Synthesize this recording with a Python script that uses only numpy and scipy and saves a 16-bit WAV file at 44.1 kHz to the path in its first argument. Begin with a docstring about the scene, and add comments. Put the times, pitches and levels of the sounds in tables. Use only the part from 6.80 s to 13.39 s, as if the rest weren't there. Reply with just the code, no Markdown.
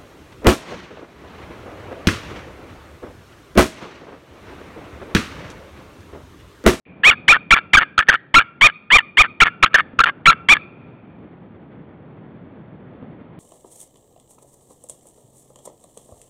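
"""A quick series of harsh eagle yelps, very close, breaking into squeaks and ending in short creaks.
The bird is on its nest above a winter wood: its voice arches in pitch, then slackens into separate
pulses that ring the throat. From farther off the trees send back a faint echo and a light wind murmurs;
a twig of the nest stirs twice. The microphone sits by the nest and feeds a telephone-band recorder,
which the yelps drive far into overload."""
import sys
import numpy as np
from scipy import signal
from scipy.fft import rfft, irfft, next_fast_len
from scipy.io import wavfile

SR = 44100
rng = np.random.default_rng(int(sys.argv[2]) if len(sys.argv) > 2 else 0)


def waveform_to_disk(signal):
    """Save audio, clipped to [-1, 1], as 16-bit WAV at the path in sys.argv[1]."""
    frames = np.transpose(np.atleast_2d(signal))
    scaled = np.clip(frames, -1, 1) * 32767
    samples = np.round(scaled).astype(np.int16)
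    wavfile.write(sys.argv[1], SR, samples)


N = 290619

# spectrum of the rasp in the eagle's voice: (frequency [Hz], level [dB])
RASP_SPECTRUM = [(100, -38), (600, -17), (1300, 1.5), (1800, -3.5), (2600, -7), (3500, -0.5), (4000, -17.5)]


def yelps_and_squeaks(jitter=.013, harsh_jitter=.003, waver=.00481, shimmer_db=1.52, rasp_db=-23,
                      slack_rasp_db=-17, attack_s=.00057, release_s=.0022, throat_hz=3000, width_hz=330):
    """One rough voice, close to the microphone; its weight sways between fundamental and octave."""
    out = np.zeros(N)
    unsteady, flutter, sway = wobble(350), wobble(300), wobble(79)
    rasp = coloured_noise(RASP_SPECTRUM)
    for times, pitch, low_db, octave_db, harsh_db in [*yelp_contours(), *squeak_contours()]:
        at = np.arange(int((times[0] - .01) * SR), int((times[-1] + .02) * SR))
        t = at / SR
        detune = (jitter + harsh_jitter * harsh_db) * unsteady[at] + waver * sway[at]
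        hz = np.interp(t, times, pitch) * (1 + detune)
        phase = 2 * np.pi * np.cumsum(hz) / SR
        low = from_db(np.interp(t, times, low_db) + 3.5 * sway[at])
        octave = from_db(np.interp(t, times, octave_db) - .52 * sway[at])
        # the third harmonic flares as it sweeps through an upper throat resonance
        flare = .87 / (1 + ((3 * hz - throat_hz) / width_hz) ** 2)
        tone = low * np.cos(phase) + octave * (np.cos(2 * phase + np.pi / 5) + flare * np.cos(3 * phase))
        # the voice is cleaner at full effort and raspier when slack
        effort = np.hypot(low, octave)
        slack = np.exp(-effort ** 2)
        tone *= from_db((shimmer_db - .5 * slack) * flutter[at] + .15 * slack)
        hiss = effort * (from_db(rasp_db + harsh_db) + slack * from_db(slack_rasp_db)) * rasp[at]
        attack = np.exp(np.minimum(t - times[0], 0) / attack_s)
        release = np.exp(-np.maximum(t - times[-1], 0) / release_s)
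        # a new note takes over from the one sounding, its rasp just ahead of its tone
        out[at] *= 1 - attack * release
        out[at] += release * (tone * attack + hiss * np.sqrt(attack))
    return out


def yelp_contours(rise_power=1.6, fall_power=3, closing_loss_db=3.5,
                  catch_s=.0044, catch_width_s=.0019, catch_hz=837.3,
                  quaver_depth=.059, quaver_period_s=.0064, quaver_decay_s=.0077):
    """A yelp opens low, catches, quavers, climbs to its top and drops as the push gives out."""
    # yelps: (time [s], length [s], opening pitch [Hz], top pitch [Hz], closing pitch [Hz],
    # place of the top [share of length], fundamental [dB], octave [dB], extra at the opening [dB])
    yelps = [(0.2359, .066, 839, 1258, 1112, 0.71, -1.5, 2, -4),
             (0.4817, 0.042, 1021, 1236, 1110, .64, -8, 0, 2),
             (0.7083, 0.036, 1060, 1212, 1128, .70, -3, -1, 5),
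             (0.9346, 0.026, 1046, 1215, 1130, 0.57, 2, 1.5, 0.5),
             (1.543, 0.05, 1042, 1207, 1130, 0.73, 4, 0.5, 1),
             (1.8122, 0.06, 1022, 1252, 1070, .82, 2.5, 1.5, -3.5),
             (2.1046, 0.068, 854.5, 1222, 1036, .78, 5.5, 2.5, -7),
             (2.3721, .0495, 952, 1232, 1073, 0.73, 1, 2, -6),
             (2.604, .0316, 1013, 1241, 1118, .68, 0.5, 2.5, -2.5),
             (2.828, 0.02, 1212, 1291, 1067, 0.71, 3, -4.5, 2.5),
             (3.458, 0.046, 1045, 1237, 1116, 0.66, -0.5, -3, 4),
             (3.688, 0.051, 1067, 1220, 1117, .76, -3, -0.5, 0.5)]
    # the voice gains strength as it rises: (pitch [Hz], fundamental [dB], octave [dB])
    strength = [(850, -31, -5.5), (1000, -15.5, -7), (1100, -15, -1), (1211, -5.5, 3), (1238.3, -1, 3),
                (1291, 6, -0.5)]
    strength_hz, low_gain_db, octave_gain_db = np.transpose(strength)
    u = np.linspace(0, 1, 200)
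    for start, length, opening_hz, top_hz, closing_hz, top_at, low_db, octave_db, opening_db in yelps:
        rising = np.maximum(1 - u / top_at, 0)
        falling = (np.maximum(u - top_at, 0) / (1 - top_at)) ** fall_power
        pitch = top_hz - (top_hz - opening_hz) * rising ** rise_power - (top_hz - closing_hz) * falling
        since_catch = u * length - catch_s
        pitch += (catch_hz - pitch) * np.exp(-(since_catch / catch_width_s) ** 2)
        quaver = quaver_depth * (since_catch > 0) * np.exp(-since_catch / quaver_decay_s)
        pitch *= 1 - quaver * np.cos(2 * np.pi * since_catch / quaver_period_s)
        push_db = opening_db * np.sqrt(rising) - closing_loss_db * falling
        low_db += push_db + np.interp(pitch, strength_hz, low_gain_db)
        octave_db += push_db + np.interp(pitch, strength_hz, octave_gain_db)
        yield start + u * length, pitch, low_db, octave_db, 0


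def squeak_contours(edge_loss_db=3.5, fade_db=3.5):
    """The voice breaks into a small gliding arch, strongest just before its middle."""
    # squeaks, within a yelp or alone: (time [s], length [s], pitch [Hz], glide [share of pitch],
    # arch [share of pitch], fundamental [dB], octave [dB], extra rasp [dB])
    squeaks = [(0.311, .009, 1419, -0.034, 0.016, -5, -12.5, 4.5),
               (0.5247, 0.0092, 1395, -0.011, .01, 3, -9.5, 2),
               (0.727, 0.0099, 1373, 0.051, 0.016, 9, 0, 0),
               (0.9512, 0.0039, 1256, -.04, .01, 6.5, 1.5, -1),
               (0.9715, .0175, 1600, -0.11, 0.089, 7, -9.5, 7),
               (1.1801, .003, 1360, 0.02, 0.012, -1, -10.5, 10),
               (1.1899, 0.0039, 1496, -0.28, 0.057, -0.5, -4, 5.5),
               (1.2867, 0.013, 1899, -0.069, .16, 7.5, -14.5, 7),
               (1.559, 0.024, 1376, 0.026, .035, 6, -3.5, -2.5),
               (1.591, .0055, 1371, -0.025, 0.014, -4, -12.5, 5),
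               (2.1851, .009, 948, -0.11, .01, -22, -6, -1), (2.6203, .012, 1386, -0.043, .035, 9, 1, -0.5),
               (2.837, .004, 1375, -0.036, 0.016, 7.5, 0, -4),
               (2.8615, .003, 1464, 0.21, 0.0074, -10.5, -15, 5),
               (2.944, .015, 1811, -0.0015, .13, 7, -9.5, 7),
               (3.1908, 0.0051, 1330, -0.26, 0.011, -3.5, -6.5, 5),
               (3.2035, .007, 1339, -0.056, .01, 1.5, -12.5, 3.5),
               (3.2382, 0.0058, 1480, -0.13, 0.013, 0, -16, 5.5),
               (3.4749, .021, 1363, 0.025, 0.024, 10, -2.5, -2.5),
               (3.5035, .007, 1344, 0.05, 0.0097, 0, -16, 1),
               (3.7231, 0.0037, 1265, -.02, 0.011, 7.5, 8.5, -1.5)]
    u = np.linspace(-.5, .5, 50)
    edge = (2 * u) ** 2
    shape_db = -edge_loss_db * edge - fade_db * u
    for start, length, hz, glide, arch, low_db, octave_db, harsh_db in squeaks:
        pitch = hz * (1 + glide * u - arch * edge)
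        yield start + (u + .5) * length, pitch, low_db + shape_db, octave_db + shape_db, harsh_db


def creaks(period_s=.0065, slip_s=.00046, uneven_db=.65, mix_db=2.5, main_db=-4, main_t60=.0062,
           rise_s=.00015, sag=.06, rasp_db=-18, rasp_t60=.023, stray=.045):
    """Uneven pulses of the slack voice ring the throat, which sinks in pitch; each puffs out rasp."""
    # runs of pulses: (time [s], length [s], level [dB], fade over the run [dB], main resonance [Hz])
    runs = [(.304, 0.0043, -11.5, 0, 1410), (0.323, 0.018, -6.5, 22, 1380), (0.537, .0285, -3, 5, 1600),
            (0.75, 0.0093, -10, -1.5, 1880), (0.765, 0.022, -2.5, 3, 1600), (.9959, 0.0022, -8, 0, 1440),
            (1.007, .024, -8, -4, 1600), (1.197, 0.011, -6.5, -1.5, 1550), (1.224, 0.0034, -12, 0, 1550),
            (1.27, .009, -24, -8.5, 2100), (1.309, 0.0085, -6.5, -3, 1518), (1.328, .026, -5, 0, 1485),
            (1.602, 0.0091, -3.5, 1.5, 1640), (1.621, 0.0032, -11.5, 0, 1700),
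            (1.87, 0.017, -12.5, -4, 1619), (1.898, 0.0022, -11.5, 0, 1680), (2.181, 0.0056, -12, 0, 1900),
            (2.204, 0.005, -15, 2, 1335), (2.434, 0.026, -9.5, 5, 1490), (2.645, 0.009, -11.5, 0.5, 1370),
            (2.6582, 0.023, -5, 2.5, 1400), (2.854, 0.022, -16.5, -3, 1500), (2.933, .001, -23.5, 0, 2400),
            (2.959, 0.022, -8.5, -1.5, 1530), (2.9854, .019, -3.5, 0, 1599), (3.212, 0.0035, -5, -2, 1660),
            (3.258, 0.037, -4, 3.5, 1470), (3.5152, 0.014, -5, 2.5, 1408), (3.744, 0.011, -13, -3, 1480),
            (3.768, 0.0012, -7.5, 0, 1630)]
    # throat resonances: (frequency [Hz], level [dB], t60 [s])
    throat = [(1060, -23, .008), (1320, -7.5, 0.025), (1712, -6.5, 0.032), (2280, -12, 0.024),
              (2866, -18.5, 0.026), (3000, -21.5, .009)]
    hz, mode_db, t60 = np.transpose(throat)[:, :, None]
    out = np.zeros(N)
    t = np.arange(int(.04 * SR)) / SR
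    rise = 1 - np.exp(-t / rise_s)
    rasp = coloured_noise(RASP_SPECTRUM)
    for run_start, length, db, fade_db, main_hz in runs:
        count = 1 + round(length / period_s)
        for k, start in enumerate(np.linspace(run_start, run_start + length, count)):
            slip, strength = rng.standard_normal(2)
            start += slip_s * slip * (0 < k < count - 1)
            at = int(start * SR) + np.arange(len(t))
            tension = 1 + sag * (1 - (2 * k + 1) / count)
            pulse = from_db(main_db - 60 * t / main_t60) * np.sin(2 * np.pi * main_hz * tension * t)
            mix = from_db(mode_db + mix_db * rng.standard_normal(hz.shape))
            mode_hz = hz * (tension + stray * rng.standard_normal(hz.shape))
            phase = 2 * np.pi * (mode_hz * t + rng.random(hz.shape))
            pulse += np.sum(mix * from_db(-60 * t / t60) * np.sin(phase), axis=0)
            pulse += from_db(rasp_db - 60 * t / rasp_t60) * rasp[at]
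            out[at] += from_db(db - fade_db * k / count + uneven_db * strength) * rise * pulse
    return out


def twigs():
    """Twigs stir in the nest and ring with a soft, dull knock."""
    # knocks: (time [s], level [dB])
    knocks = [(3.134, -29), (6.227, -27)]
    # twig modes: (frequency [Hz], level [dB], t60 [s])
    modes = [(259.7, -3, 0.071), (480, -6.5, 0.028), (900, -19, .018), (1700, -23, .01)]
    clicks = np.zeros(N)
    for start, db in knocks:
        clicks[int(start * SR)] = from_db(db)
    return sum(from_db(db) * ring(clicks, hz, t60) for hz, db, t60 in modes)


def wood_echo(voice, near_db=-36, near_t60=.09, trees_db=-42, trees_delay_s=.065, trees_t60=.35,
              far_db=-50, far_t60=2.3):
    """Scatter reaches the microphone from nest and branches, then the nearest trees and the far wood."""
    # colour of the echo: (frequency [Hz], level [dB])
    spectrum = [(300, -15), (900, 0.5), (1300, 1), (1800, -1), (2400, 2.5), (3000, -2), (4000, -3.5)]
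    t = np.arange(int(1.5 * SR)) / SR
    arrived = np.clip((t - trees_delay_s) / .02 + .5, 0, 1)
    zones = [(near_db, near_t60, 1), (trees_db, trees_t60, arrived), (far_db, far_t60, arrived)]
    power = 0
    for db, t60, onset in zones:
        decay = (onset * from_db(-60 * t / t60)) ** 2
        power += from_db(db) ** 2 * decay / decay.sum()
    # countless small reflections merge into decaying noise
    scatter = rfft(np.sqrt(power) * rng.standard_normal(len(t)))
    hz, db = np.transpose(spectrum)
    colour = from_db(np.interp(np.fft.rfftfreq(len(t), 1 / SR), hz, db))
    return signal.fftconvolve(voice, irfft(scatter * colour)[:SR])[:N]


def lingering_echo(start_s=.054, level_db=-52, hz=2400, ring_s=.021, t60=1.1):
    """A fading band of noise: the wood still rings faintly from an earlier yelp."""
    t = np.arange(N) / SR - start_s
    band = rms_one(ring(rng.standard_normal(N), hz, ring_s))
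    return (t > 0) * from_db(level_db - 60 * t / t60) * band


def wind(flicker_db=1):
    """A low background murmur: the sound opens in silence, the murmur is present from about 0.07 s, dips during
    the yelps, then recovers."""
    # level of the background murmur: (time [s], level [dB])
    levels = [(0, -82), (.045, -93), (0.068, -43.5), (.5, -42), (1.45, -50.5), (2.3, -50), (2.75, -43.5),
              (4.6, -42.5), (6.59, -40.5)]
    # colour of the murmur: (frequency [Hz], level [dB])
    spectrum = [(15, -41.5), (25, -28.5), (50, -20.5), (90, -5.5), (170, -0.5), (300, -5.5), (500, -12),
                (1000, -20.5), (2200, -30), (2800, -37), (3500, -39.5), (4000, -47)]
    times, db = np.transpose(levels)
    level_db = np.interp(np.arange(N) / SR, times, db) + flicker_db * wobble(12)
    return from_db(level_db) * coloured_noise(spectrum)


def from_db(db):
    """Decibels to gain."""
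    return 10 ** (np.asarray(db) / 20)


def rms_one(x):
    """Scale to rms 1."""
    return x / np.sqrt(np.mean(x ** 2) + 1e-20)


def wobble(rate_hz):
    """Random motion up to the given rate, rms 1."""
    lowpass = signal.butter(2, rate_hz, fs=SR, output="sos")
    return rms_one(signal.sosfilt(lowpass, rng.standard_normal(N + SR))[SR:])


def coloured_noise(spectrum):
    """Noise of rms 1 with the given spectrum."""
    hz, db = np.transpose(spectrum)
    size = next_fast_len(N)
    bins = np.maximum(np.fft.rfftfreq(size, 1 / SR), 1)
    gain = from_db(np.interp(np.log(bins), np.log(hz), db))
    return rms_one(irfft(rfft(rng.standard_normal(size)) * gain)[:N])


def ring(drive, hz, t60):
    """A resonance: a unit click sets off a decaying sine of height 1."""
    r, w = from_db(-60 / (t60 * SR)), 2 * np.pi * hz / SR
    return signal.lfilter([0, np.sin(w)], [1, -2 * r * np.cos(w), r * r], drive + 1e-18)


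def scene():
    """One microphone at the nest: eagle and twigs close by, echo and wind beyond."""
    eagle = yelps_and_squeaks() + creaks()
    return (eagle + wood_echo(eagle) + lingering_echo() + twigs() + wind())[None]


def record(dry, rate_hz=8000, input_top=.69, output_top=.68, hardness=16, band_edge_hz=4150,
           shelf_hz=10200, treble_db=-4, cutoff_hz=16000):
    """The recorder clips at a low sample rate, folding overtones down; its smoothed output clips too."""
    low, full = rate_hz // 100, SR // 100
    narrow = np.clip(signal.resample_poly(dry, low, full, axis=-1), -input_top, input_top)
    smoothing = signal.firwin(19 * full + 1 + full % 2, band_edge_hz, fs=SR * low, window=("kaiser", 7))
    wide = signal.resample_poly(narrow, full, low, axis=-1, window=smoothing)[:, :N]
    # clipping with a rounded knee
    clipped = wide / (1 + np.abs(wide / output_top) ** hardness) ** (1 / hardness)
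    # a shelf lowers the highest treble
    body = signal.fftconvolve(clipped, signal.firwin(81, shelf_hz, fs=SR)[None], "same")
    dulled = body + from_db(treble_db) * (clipped - body)
    return signal.sosfilt(signal.ellip(10, .1, 80, cutoff_hz, fs=SR, output="sos"), dulled)


dry = scene()
out = record(dry)
waveform_to_disk(out)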